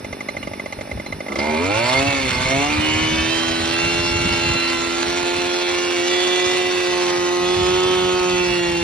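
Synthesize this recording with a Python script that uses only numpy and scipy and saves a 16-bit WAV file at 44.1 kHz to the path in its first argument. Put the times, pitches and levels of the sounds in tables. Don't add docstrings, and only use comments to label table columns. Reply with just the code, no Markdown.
import sys
import numpy as np
from scipy import signal
from scipy.fft import rfft, irfft
from scipy.io import wavfile

SR = 44100
rng = np.random.default_rng(int(sys.argv[2]) if len(sys.argv) > 2 else 0)


def generate_wav(signal):
    frames = np.transpose(np.atleast_2d(signal))
    scaled = np.clip(frames, -1, 1) * 32767
    pcm = np.round(scaled).astype(np.int16)
    wavfile.write(sys.argv[1], SR, pcm)


N = 389403

# (time [s], muffler ring drive [dB], thud minus ring before a common lift [dB])
FIRINGS = [(0.0445, -17.5, -7.5), (0.1264, -19.5, -5.5), (0.205, -18, -6), (0.2853, -15, -8),
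           (0.3465, -35, 9), (0.366, -19, -4.5), (0.427, -19.5, -6), (0.471, -19.5, -2.5),
           (0.5117, -37, 10), (0.533, -22, -2.5), (0.595, -20, -3), (0.6582, -20.5, -4.5),
           (0.7236, -16.5, -7.5), (0.7866, -27, 0.5), (0.8086, -18.5, -5), (0.851, -36, 8),
           (0.8713, -37, 9), (0.8923, -35, 8), (0.9122, -20, -4), (0.972, -30.5, 3.5), (0.9964, -23.5, 1),
           (1.061, -20, -5.5), (1.123, -18.5, -6.5), (1.2034, -19, -5), (1.262, -24, 0),
           (1.2823, -19, -5.5), (1.3187, -18.5, -6), (1.3557, -15, -7.5), (1.3866, -14, -7)]
# (frequency [Hz], level [dB])
OUTLET = [(40, -19), (200, -2), (400, -1.5), (800, 0), (1250, -15), (1600, -11), (2000, -20.5), (2600, -9),
          (3100, -13.5), (3600, -16.5), (4500, -16.5), (5500, -27.5)]
STANDOUT_ORDERS = (8, 11, 12, 13, 14, 15, 16, 19, 20, 24, 32, 9, 17, 21, 22, 23, 25, 27, 28, 34, 36, 38, 40,
                   11.5, 12.5, 14.5, 15.5, 10, 1.5, 2.5, 3.5, 4.5, 7.5, 9.5)
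SPELL_RAMP_S = 0.08


def engine():
    # (time [s], speed [turns per s])
    crank_speed = [(1.39, 68.9), (1.45, 75.2), (1.57, 78.2), (1.72, 103.2), (1.8, 115.1), (1.96, 133),
                   (2.08, 140.6), (2.17, 137.2), (2.26, 129.8), (2.36, 124.6), (2.51, 132.5), (2.69, 148.1),
                   (2.84, 154.1), (3.23, 161.8), (3.32, 164.4), (3.66, 166.4), (3.92, 171.4), (4.23, 171.7),
                   (4.66, 169.9), (4.93, 170.2), (5.18, 175.5), (5.62, 177), (6.03, 175.4), (6.1, 178.2),
                   (6.47, 181.3), (6.67, 180.8), (6.8, 179.4), (7.23, 176.8), (7.42, 178.1), (7.54, 180.3),
                   (7.9, 183.3), (8.31, 180.3), (8.43, 178.6), (8.79, 170.8)]
    # (time [s], exhaust note [dB], roar before its trim [dB], muffler ring [dB])
    throttle = [(1.3, -33.5, -48, -38), (1.4, -28, -29.5, -36.5), (1.6, -24, -25.5, -29),
                (1.91, -27, -17, -31), (1.99, -25, -16.5, -27), (2.04, -25, -19.5, -43),
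                (2.17, -27.5, -19.5, -30.5), (2.32, -31, -20.5, -26.5), (2.5, -28.5, -19, -31),
                (2.64, -24.5, -20.5, -30.5), (2.85, -23, -19.5, -36), (3.21, -24.5, -20.5, -35),
                (3.3, -25, -19, -49), (3.65, -27, -20, -64), (3.77, -26, -19.5, -38),
                (4.66, -26.5, -21, -36), (5.1, -25, -20.5, -44), (5.7, -23.5, -21.5, -36.5),
                (6.3, -20, -19.5, -57), (6.6, -21.5, -20, -40), (7.2, -21, -22, -47),
                (7.8, -17.5, -21, -46), (8.1, -19, -23, -47), (8.45, -20, -23, -43), (8.83, -22, -25, -36)]
    # start, end [s]
    opening_s = (1.28, 1.305)
    loaded_from_s = 2.65
    t = np.arange(N) / SR
    speed, = in_time(crank_speed)
    note_db, roar_db, ring_db = in_time(throttle)
    opened = np.interp(t, opening_s, [0, 1])
    loaded = np.clip((t - loaded_from_s) / 0.11, 0, 1)

    turns = np.cumsum(speed * (1 + 0.001464 * drift(25))) / SR
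    turns -= turns[int(FIRINGS[-1][0] * SR)]

    bite = np.exp(-np.abs(t - loaded_from_s) / 0.28)
    half_db = roar_db - 25 + 11 * bite
    tones = exhaust_orders(turns, speed, note_db, loaded)
    tones += standout_orders(turns, loaded)
    tones += faint_orders(turns, speed, roar_db - 10, half_db, loaded)
    pops = amp(ring_db) * hot_ring(turns, speed)
    return opened * tones + pops, opened * roar_gate(turns, roar_db), recurring(turns)


def exhaust_orders(turns, speed, note_db, loaded):
    low_orders = (1, 3, 4, 5, 6, 7)
    # (resting level [dB], spells of (start [s], end [s], level [dB]))
    low_spells = [(-51.5, [(3.8, 4.5, -41), (6.9, 9, -45), (7.4, 9, -38.5), (8.3, 9, -34.5)]),
                  (-44.5, [(5.2, 9, -37), (5.75, 9, -37)]), (-45, [(3.2, 3.7, -43), (5.0, 8.7, -39),
                  (6.2, 6.7, -35), (7.3, 8.3, -36.5)]), (-43.5, [(3.65, 4.55, -36), (5.0, 5.7, -37),
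                  (6.9, 9, -35)]), (-44.5, [(2.7, 3.3, -39.5), (4.7, 4.85, -37), (5.7, 8.5, -41),
                  (6.95, 8.3, -37)]), (-46, [(2.7, 3.9, -43), (7.1, 8.4, -32)])]
    # (frequency [Hz], level on the exhaust note [dB])
    pipe = [(75, -16), (115, -6), (140, -10), (170, -21), (205, -4.5), (235, -0.5), (300, 1.5), (350, -4.5),
            (420, -3), (470, -9.5), (530, 1), (600, -1), (700, -4), (760, -3.5), (830, 0), (900, -0.5),
            (980, -9)]
    free_db = (1.9, -1.5, -0.5, -0.49, 2.3, 2.3, -2.8)
    t = np.arange(N) / SR
    even_db = -7.5 * np.clip(4 - 4 * speed / 133, 0, 1)
    smear = np.interp(t, (1.5, 2.3, 2.7), [.1, .8, .45])
    loaded_levels = [spells(*row) for row in low_spells]
    out = 0
    for k, loaded_db in [(2, note_db), *zip(low_orders, loaded_levels)]:
        running_free_db = note_db + at_hz(pipe, k * speed) + free_db[k - 1] + dropout(k)
        if k % 2 == 0:
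            running_free_db = running_free_db + even_db
        level_db = (1 - loaded) * running_free_db + loaded * loaded_db
        steadied_db = 2.0 if k == 2 else 1.2
        waver_db = (2.5 - steadied_db * loaded) * drift(18)
        out = out + order(turns, k, level_db + waver_db, apart=smear)
    return out


def dropout(k):
    # (order, start [s], end [s], level [dB])
    dropouts = [(1, 2.0, 2.4, -4), (2, 1.68, 1.8, -8), (3, 2.0, 2.2, -6), (3, 2.3, 2.75, -5),
                (4, 2.0, 2.6, -2), (4, 2.6, 2.75, -8), (5, 1.99, 2.42, -5), (5, 2.12, 2.42, -8),
                (6, 1.8, 2.75, -4), (6, 2.0, 2.75, -7), (7, 1.7, 1.8, -6), (7, 2.14, 2.3, -9)]
    t = np.arange(N) / SR
    loss_db = 0
    for dropped, start, end, db in dropouts:
        if dropped == k:
            loss_db = loss_db + db * np.clip(np.minimum(t - start, end - t) / SPELL_RAMP_S + .5, 0, 1)
    return loss_db


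def standout_orders(turns, loaded):
    # (resting level [dB], spells of (start [s], end [s], level [dB]))
    standout_spells = [(-45.5, [(1.4, 1.6, -37), (1.7, 1.9, -29.5), (2.6, 2.85, -36), (3.65, 5.85, -38),
                       (4.1, 5.0, -37), (7.7, 8.45, -37)]), (-46, [(1.42, 1.6, -29.5), (1.6, 1.8, -39),
                       (2.95, 3.3, -34), (6.0, 7.0, -32.5), (7.1, 7.5, -34.5), (8.3, 8.7, -36)]),
                       (-56, [(1.42, 1.58, -31.5), (2.3, 2.5, -40), (2.8, 4.3, -41), (4.4, 4.98, -35),
                       (7.6, 8.1, -39)]), (-50.5, [(1.4, 1.5, -36), (1.6, 1.9, -38), (2.1, 2.2, -39),
                       (2.8, 3.05, -34), (3.8, 4.4, -34), (5.0, 5.7, -41), (5.6, 6.65, -34),
                       (6.7, 7.2, -39.5), (8.2, 8.7, -38)]), (-49.5, [(1.5, 1.7, -40.5), (1.8, 2.0, -50),
                       (2.62, 2.8, -35), (2.85, 3.25, -30), (4.2, 5.6, -39), (7.4, 8.2, -38.5),
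                       (8.15, 8.4, -37)]), (-48, [(1.5, 1.6, -43), (2.1, 2.2, -39), (2.6, 2.8, -33),
                       (5.25, 5.5, -36.5), (5.9, 7.5, -39), (7.75, 8.25, -36.5), (8.3, 8.58, -31.5)]),
                       (-48.5, [(1.92, 2.0, -27), (2.09, 2.16, -25), (2.24, 2.32, -37), (2.48, 2.57, -26),
                       (2.75, 3.0, -32), (3.08, 3.38, -38), (3.45, 3.75, -40), (3.17, 3.33, -29),
                       (3.75, 4.72, -27), (5.15, 5.4, -41), (5.75, 6.1, -34), (6.15, 6.7, -42),
                       (7.55, 8.1, -39.5), (8.5, 9, -30.5)]), (-46.5, [(1.8, 1.88, -34), (2.02, 2.13, -28),
                       (2.6, 2.69, -28), (2.84, 3.1, -26), (2.84, 3.45, -31), (3.4, 3.8, -34.5),
                       (5.47, 5.72, -35), (5.8, 7.1, -39), (6.1, 6.55, -30.5), (7.45, 8.12, -32),
                       (8.3, 8.7, -36.5)]), (-46, [(1.75, 1.85, -38), (2.26, 2.34, -39), (2.8, 3.0, -40),
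                       (3.95, 4.55, -41), (5.15, 5.65, -37), (6.05, 6.9, -38), (7.3, 7.8, -48)]),
                       (-43, [(3.25, 4.9, -36), (4.45, 4.7, -32.5), (5.0, 5.85, -37.5), (6.8, 7.0, -51),
                       (8.45, 8.65, -38.5)]), (-42.5, [(3.35, 4.3, -41), (5.1, 6.3, -41), (6.6, 7.5, -43),
                       (8.4, 9, -42)]), (-47.5, [(1.4, 1.5, -32), (1.9, 2.0, -33), (2.3, 2.6, -39),
                       (2.7, 4.8, -41.5), (3.4, 3.9, -41), (6.1, 6.9, -46)]), (-46.5, [(1.8, 2.8, -45),
                       (2.4, 2.5, -33), (2.8, 3.3, -38), (3.6, 3.9, -45), (6.0, 6.3, -39), (6.9, 8.4, -42),
                       (7.6, 8.4, -39.5)]), (-45, [(3.3, 4.2, -45), (4.8, 7.5, -43), (5.4, 5.7, -39)]),
                       (-56, [(3.05, 3.3, -35), (4.2, 5.3, -48), (7.2, 8.4, -45)]), (-58, [(2.8, 3.3, -46),
                       (5.15, 5.7, -39.5), (6.05, 6.6, -40), (6.9, 8.1, -44)]), (-54, [(3.3, 4.5, -40.5),
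                       (6.6, 7.2, -43), (7.3, 8.7, -45.5)]), (-47, [(3.1, 3.6, -44), (6.3, 6.9, -50),
                       (7.5, 8.1, -54)]), (-56, [(2.8, 3.6, -41.5), (6.0, 6.3, -55), (6.9, 7.8, -42),
                       (8.2, 8.4, -58)]), (-57.5, [(4.5, 4.8, -47), (6.9, 7.8, -41.5), (8.1, 8.4, -43)]),
                       (-61, [(3.0, 4.5, -49), (6.0, 6.6, -41), (6.9, 7.2, -51), (8.1, 8.4, -40)]),
                       (-62.5, [(3.0, 3.3, -37), (5.5, 7.8, -43), (8.4, 9, -43)]), (-59.5, [(2.8, 3.4, -45),
                       (3.9, 5.1, -43.5), (6.0, 7.5, -57)]), (-61.5, [(3.3, 5.1, -43), (6.6, 7.2, -52)]),
                       (-56, [(2.8, 3.6, -51), (3.9, 6.0, -45)]), (-55, [(2.8, 3.3, -45), (5.1, 7.2, -47),
                       (6.3, 6.9, -42), (7.5, 8.4, -41)]), (-52, [(2.8, 5.1, -47.5), (4.2, 5.1, -44),
                       (5.7, 6.9, -39)]), (-46, [(1.6, 2.0, -39), (2.0, 2.3, -48), (3.05, 3.3, -41),
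                       (4.6, 7.2, -46.5), (6.0, 6.3, -42), (8.4, 9, -41)]), (-51.5, [(2.7, 5.5, -36),
                       (5.5, 8.4, -42)]), (-51.5, [(2.7, 4.5, -39.5), (4.8, 5.7, -39.5), (5.7, 8.2, -41)]),
                       (-61, [(2.7, 4.5, -38.5), (4.5, 5.7, -42)]), (-48.5, [(2.7, 3.9, -44),
                       (4.9, 7.0, -43.5), (7.0, 8.4, -37.5)]), (-57, [(3.0, 4.5, -44), (7.3, 8.0, -49)]),
                       (-54, [(3.3, 6.0, -49.5), (3.7, 4.5, -40)])]
    out = 0
    for k, row in zip(STANDOUT_ORDERS, standout_spells):
        high = k > 26
        flutter_db = (3.2 - 1.5 * loaded + 1.5 * high) * drift(25)
        flutter_db = flutter_db - 1.5 * high + .6 * drift(2.5)
        tone = order(turns, k, spells(*row) + flutter_db)
        out = out + tone * (loaded if k % 1 or k > 20 else 1)
    return out


def faint_orders(turns, speed, other_db, half_db, loaded):
    out = 0
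    for k in sorted(set(range(18, 32)) - set(STANDOUT_ORDERS)):
        swell_db = 3 * drift(1.2) + 2 * drift(20)
        tone = order(turns, k, other_db + at_hz(OUTLET, k * speed) + swell_db)
        out = out + (loaded if k > 20 else 1) * tone
    for k in sorted(set(np.arange(.5, 20)) - set(STANDOUT_ORDERS)):
        out = out + loaded * order(turns, k, half_db + at_hz(OUTLET, k * speed) + 2.9 * drift(4.4))
    return out


def order(turns, k, db, apart=1):
    start = apart * (rng.random() - .5)
    return np.sqrt(2) * amp(db) * np.cos(2 * np.pi * (k * (turns - .1) + start))


def spells(rest_db, rows):
    t = np.arange(0, N + 64, 64) / SR
    power = amp(2 * rest_db)
    for start, end, db in rows:
        presence = np.clip(np.minimum(t - start, end - t) / SPELL_RAMP_S + 0.57, 0, 1)
        power = power + amp(2 * db) * presence
    return np.interp(np.arange(N) / SR, t, 10 * np.log10(power))


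def hot_ring(turns, speed):
    # (frequency [Hz], width [Hz])
    hot_modes = [(2110, 153), (2360, 150), (2690, 140), (3500, 130), (4300, 150)]
    # (time [s], five levels on the muffler ring, one a mode [dB])
    mode_shares = [(1.38, 11, 0, -23, -19, -26), (1.6, -4, -2, -14, -22, -24), (1.78, -6, 0.5, 3, -12, -9),
                   (1.92, 4.5, -21, -11, -6, -4), (2.1, -2, -1.5, -5, -7, -14), (2.32, 1, -12, -9, -10, -9),
                   (2.6, -9, -4, -9, -6, -10), (2.9, -10, 3, -6, -10, -8), (3.3, -4, -6.5, 1.5, -6, -14.5)]
    # (time [s], share of power [0-1])
    roughness = [(1.4, .12), (1.75, .15), (2.1, .35), (2.2, .6), (2.6, .5)]
    fires = (np.diff(np.floor(turns + .13), prepend=0) > 0) & (turns > .5)
    puff = rng.standard_normal(N) * np.exp(-3 * (turns % 1)) * (turns > 1)
    share, = in_time(roughness)
    out = 0
    for (hz, width), share_db in zip(hot_modes, in_time(mode_shares)):
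        clean = rms_one(ring(fires / np.sqrt(speed), [(hz, width, 0)], spread_db=1.5))
        rough = rms_one(ring(puff, [(hz, width, 0)], spread_db=0))
        out = out + amp(share_db) * (np.sqrt(1 - share) * clean + np.sqrt(share) * rough)
    return out


def roar_gate(turns, roar_db):
    gate = 1 + .27 * np.cos(2 * np.pi * (turns - .15))
    stroke = (turns - turns[0]).astype(int)
    stroke_db = 1.8 * rng.standard_normal(stroke[-1] + 1)[stroke]
    flicker_db = 0.9 * drift(19) + stroke_db
    return amp(roar_db - 5 + flicker_db) * gate


def recurring(turns):
    survives = 0.75
    since_start = turns - turns[0]
    cycles = int(since_start[-1]) // 2 + 2
    fresh = rng.standard_normal((cycles, 512))
    by_angle = signal.lfilter([1], [1, -survives], fresh, axis=0).ravel()
    return rms_one(by_angle[(since_start * 256).astype(int)])


def roar_noise(white, repeating):
    # (frequency [Hz], level per Hz [dB])
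    roar_colour = [(60, -20.5), (150, -10), (400, -2), (1000, 0), (1600, -1), (2200, 1), (2800, 0.5),
                   (3080, 0), (3270, -1.5), (3580, -1), (3900, -3), (4230, 0), (5000, -4), (6500, -3.5),
                   (7700, -4.5), (8600, -7.5), (9200, -12), (11000, -16), (11500, -20.5), (11900, -22.5)]
    repeat_share = 0.5
    second = np.array([repeating, white[1]])
    gas = np.sqrt(1 - repeat_share) * white + np.sqrt(repeat_share) * second
    return raspy(coloured(roar_colour, gas))


def raspy(roar):
    rasp_edges = (4400, 4800, 5200, 5700, 6200, 6800, 7500)
    rasp_db = 2.2
    out = roar
    for low, high in zip(rasp_edges, rasp_edges[1:]):
        band_pass = signal.butter(2, [low, high], "band", fs=SR, output="sos")
        band = signal.sosfiltfilt(band_pass, roar)
        patch_db = rasp_db * (drift(4) + drift(14)) - rasp_db
        out = out + band * (amp(patch_db) - 1)
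    return out


def idle():
    # (frequency [Hz], width [Hz], level [dB])
    muffler = [(1195, 120, -10), (2072, 154, 1), (2280, 200, -11.5), (2370, 360, -14), (2880, 250, -23),
               (3460, 120, -30), (4170, 26, -26), (5980, 770, -13)]
    # (frequency [Hz], width [Hz], level [dB])
    thud_modes = [(222, 265, 2), (567, 213, 3.5), (824, 140, -6.5)]
    # (frequency [Hz], width [Hz], level [dB])
    pump_modes = [(225, 200, 4), (400, 120, -8), (570, 213, -5), (870, 133, -14)]
    idle_turns_per_s, unfired_db = 48, -27.5
    s, ring_db, thud_db = np.transpose(FIRINGS)
    fired, thuds, pumps = np.zeros((3, N))
    gaps = np.diff(s, prepend=2 * s[0] - s[1])
    for end, gap in zip(s, gaps):
        turns = max(round(gap * idle_turns_per_s), 1)
        jitter_s = 0.0014 * rng.standard_normal(turns - 1)
        unfired_s = end - gap * np.arange(1, turns) / turns + jitter_s
        at = (unfired_s * SR).astype(int)
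        pumps[at[at >= 0]] = amp(unfired_db)

    at = (s * SR).astype(int)
    fired[at] = amp(ring_db)
    thuds[at + int(.0015 * SR)] = amp(ring_db + thud_db + 3.0)
    fade = np.exp(-1 / (0.005 * SR))
    jet = signal.lfilter([np.e * (1 - fade)], [1, -2 * fade, fade ** 2], fired)
    firings = ring(fired, muffler, spread_db=2.5) + ring(thuds, thud_modes, spread_db=2.5)
    return firings + ring(pumps, pump_modes, spread_db=2.5), jet


def clinks():
    # (time [s], peak level [dB], pitch [Hz], 60 dB decay [s])
    clink_hits = [(0.2867, -31.5, 4110, .07), (0.4284, -28, 2880, .06), (1.061, -34, 4110, 0.17),
                  (1.1218, -40, 4090, 0.12), (1.3558, -35, 4860, 0.064), (1.3892, -23.5, 4880, 0.08)]
    out, t = np.zeros(N), np.arange(SR // 4) / SR
    for s, level_db, hz, t60 in clink_hits:
        out[int(s * SR):][:len(t)] += amp(level_db - 60 * t / t60) * np.sin(2 * np.pi * hz * t)
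    return out


def idle_rattle(white):
    # (frequency [Hz], level per Hz [dB])
    rattle_colour = [(50, -37), (120, -4), (250, 0), (550, -1.5), (1000, -8), (1600, -9.5), (2200, -6.5),
                     (2900, -12), (3250, -22), (3520, -9), (3900, -18.5), (4500, -18.5), (5500, -10.5),
                     (7000, -33), (9000, -9.5), (11500, -14.5)]
    return amp(-36) * coloured(rattle_colour, white)


def wind():
    # (time [s], level [dB])
    breeze = [(0, -40.5), (0.8, -40), (1.1, -36), (1.3, -46), (1.65, -37.5), (2.35, -29), (3.15, -24.5),
              (3.5, -34), (4.0, -26.5), (4.55, -29.5), (4.63, -38), (5.3, -40), (5.8, -45), (6.1, -46),
              (6.8, -45), (7.35, -41), (7.65, -29.5), (8.2, -37.5), (8.83, -34.5)]
    # (frequency [Hz], level per Hz [dB])
    wind_colour = [(20, -40.5), (40, -19.5), (80, -9.5), (130, -13.5), (220, -19), (400, -32.5)]
    # (time of the peak [s], level [dB])
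    strikes = [(0.12, -35), (0.39, -39), (0.93, -36), (0.958, -26), (0.982, -25), (1.4, -32), (1.52, -30),
               (2.09, -24), (2.24, -35), (2.48, -30), (2.85, -36), (3.05, -28), (3.86, -33), (4.13, -25),
               (4.23, -34), (4.31, -28), (4.43, -33), (4.51, -27), (4.55, -29), (4.92, -43), (5.09, -33),
               (5.39, -39), (6.47, -37), (7.5, -43), (7.58, -30), (7.91, -32), (8.11, -53), (8.43, -41),
               (8.52, -33), (8.71, -30)]
    gust_s = 0.018
    t = np.arange(N) / SR
    gusts = sum(amp(db) * np.exp(-((t - s) / gust_s) ** 2) for s, db in strikes)
    breeze_level = amp(in_time(breeze)[0] + 2.5 * drift(8))
    lumps = (breeze_level + gusts) * amp(2.5 * drift(20))
    mid, side = coloured(wind_colour, rng.standard_normal((2, N)))
    rumble = lumps * (mid + amp(-14.5) * side * [[1], [-1]])
    return signal.sosfilt(signal.butter(4, 600, fs=SR, output="sos"), rumble)


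def ports(direct, scattered):
    # (frequency [Hz], left-right likeness [0-1], left minus right [dB], left leads by [rad])
    port_pair = [(170, 0.94, 0.3, -0.1), (300, 0.95, 0.5, -0.77), (550, 0.94, -1.2, -0.82),
                 (900, 0.85, -4.8, -1.21), (1200, 0.38, -6.3, 1.17), (1500, 0.68, -3.5, 0.28),
                 (2200, 0.9, -2.0, 0.57), (2700, 0.64, -5.7, 0.78), (3300, 0.66, -4.8, 1.2),
                 (4000, 0.71, -3.0, 0.69), (5000, 0.47, -1.8, 0.86), (5700, 0.57, 0.9, 1.51),
                 (6400, 0.66, 0.4, 2.49), (7300, 0.83, 0.1, 3.02), (9000, 0.96, 0.0, 3.15)]
    notch_hz, notch_width_hz, notch_db = 3250, 65, -4
    hz = np.fft.rfftfreq(N, 1 / SR)
    centres, *columns = np.transpose(port_pair)
    alike, left_db, lead = (np.interp(hz, centres, c) for c in columns)
    dull = 1 / (1 + (hz / 9000) ** 8)
    common = np.sqrt((1 + alike) / 2) * rfft(direct)
    differing = np.sqrt((1 - alike) / 2) * rfft(scattered) * dull
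    tilt = amp(left_db / 2) * np.exp(.5j * lead)
    dip = amp(notch_db * np.exp(-((hz - notch_hz) / notch_width_hz) ** 2))
    return irfft([(common + differing) * tilt * dip, (common - differing) / tilt * dip], N)


def ring(clicks, modes, spread_db):
    out, at = 0, np.flatnonzero(clicks)
    for k, (hz, width, level_db) in enumerate(modes):
        r = np.exp(-np.pi * width / SR)
        resonance = [1, -2 * r * np.cos(2 * np.pi * hz / SR), r * r]
        burst = clicks + 1e-18
        burst[at] *= amp(level_db + spread_db * rng.standard_normal(len(at)))
        for _ in range(3):
            burst = signal.lfilter([1, 0, -1], resonance, burst)
        out = out + (-1) ** k * burst * (1 - r) ** 2
    return out


def coloured(spectrum, x):
    hz = np.fft.rfftfreq(N, 1 / SR)
    return rms_one(irfft(rfft(x) * amp(at_hz(spectrum, hz)), N))


def drift(rate):
    r = np.exp(-80 * np.pi * rate / SR)
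    steps = rng.standard_normal(N // 40 + 2002)
    slow = signal.lfilter([1], [1, -2 * r, r * r], steps)[2000:]
    return np.interp(np.arange(N) / 40, np.arange(len(slow)), rms_one(slow))


def in_time(rows):
    s, *columns = np.transpose(rows)
    return [np.interp(np.arange(N) / SR, s, c) for c in columns]


def at_hz(points, hz):
    f, value = np.transpose(points)
    return np.interp(np.log(hz + 1), np.log(f + 1), value)


def amp(db):
    return np.exp(np.asarray(db) * (np.log(10) / 20))


def rms_one(x):
    return x / np.sqrt(np.mean(x ** 2, axis=-1, keepdims=True) + 1e-20)


def scene():
    pops, jet = idle()
    tones, roar_level, repeating = engine()
    white = rng.standard_normal((2, N))
    roar = roar_noise(white, repeating) * (roar_level + amp(-18.0) * jet)
    roar = roar + idle_rattle(white[::-1, ::-1])
    clean = pops + tones + clinks()
    bounce = np.pad(clean, (int(.004 * SR), 0))[:N]
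    return ports(clean + roar[0], bounce + roar[1]) + wind()


def record(dry):
    cutoff_hz = 11850
    return signal.sosfilt(signal.ellip(10, .5, 70, cutoff_hz, fs=SR, output="sos"), dry)


dry = scene()
out = record(dry)
generate_wav(out)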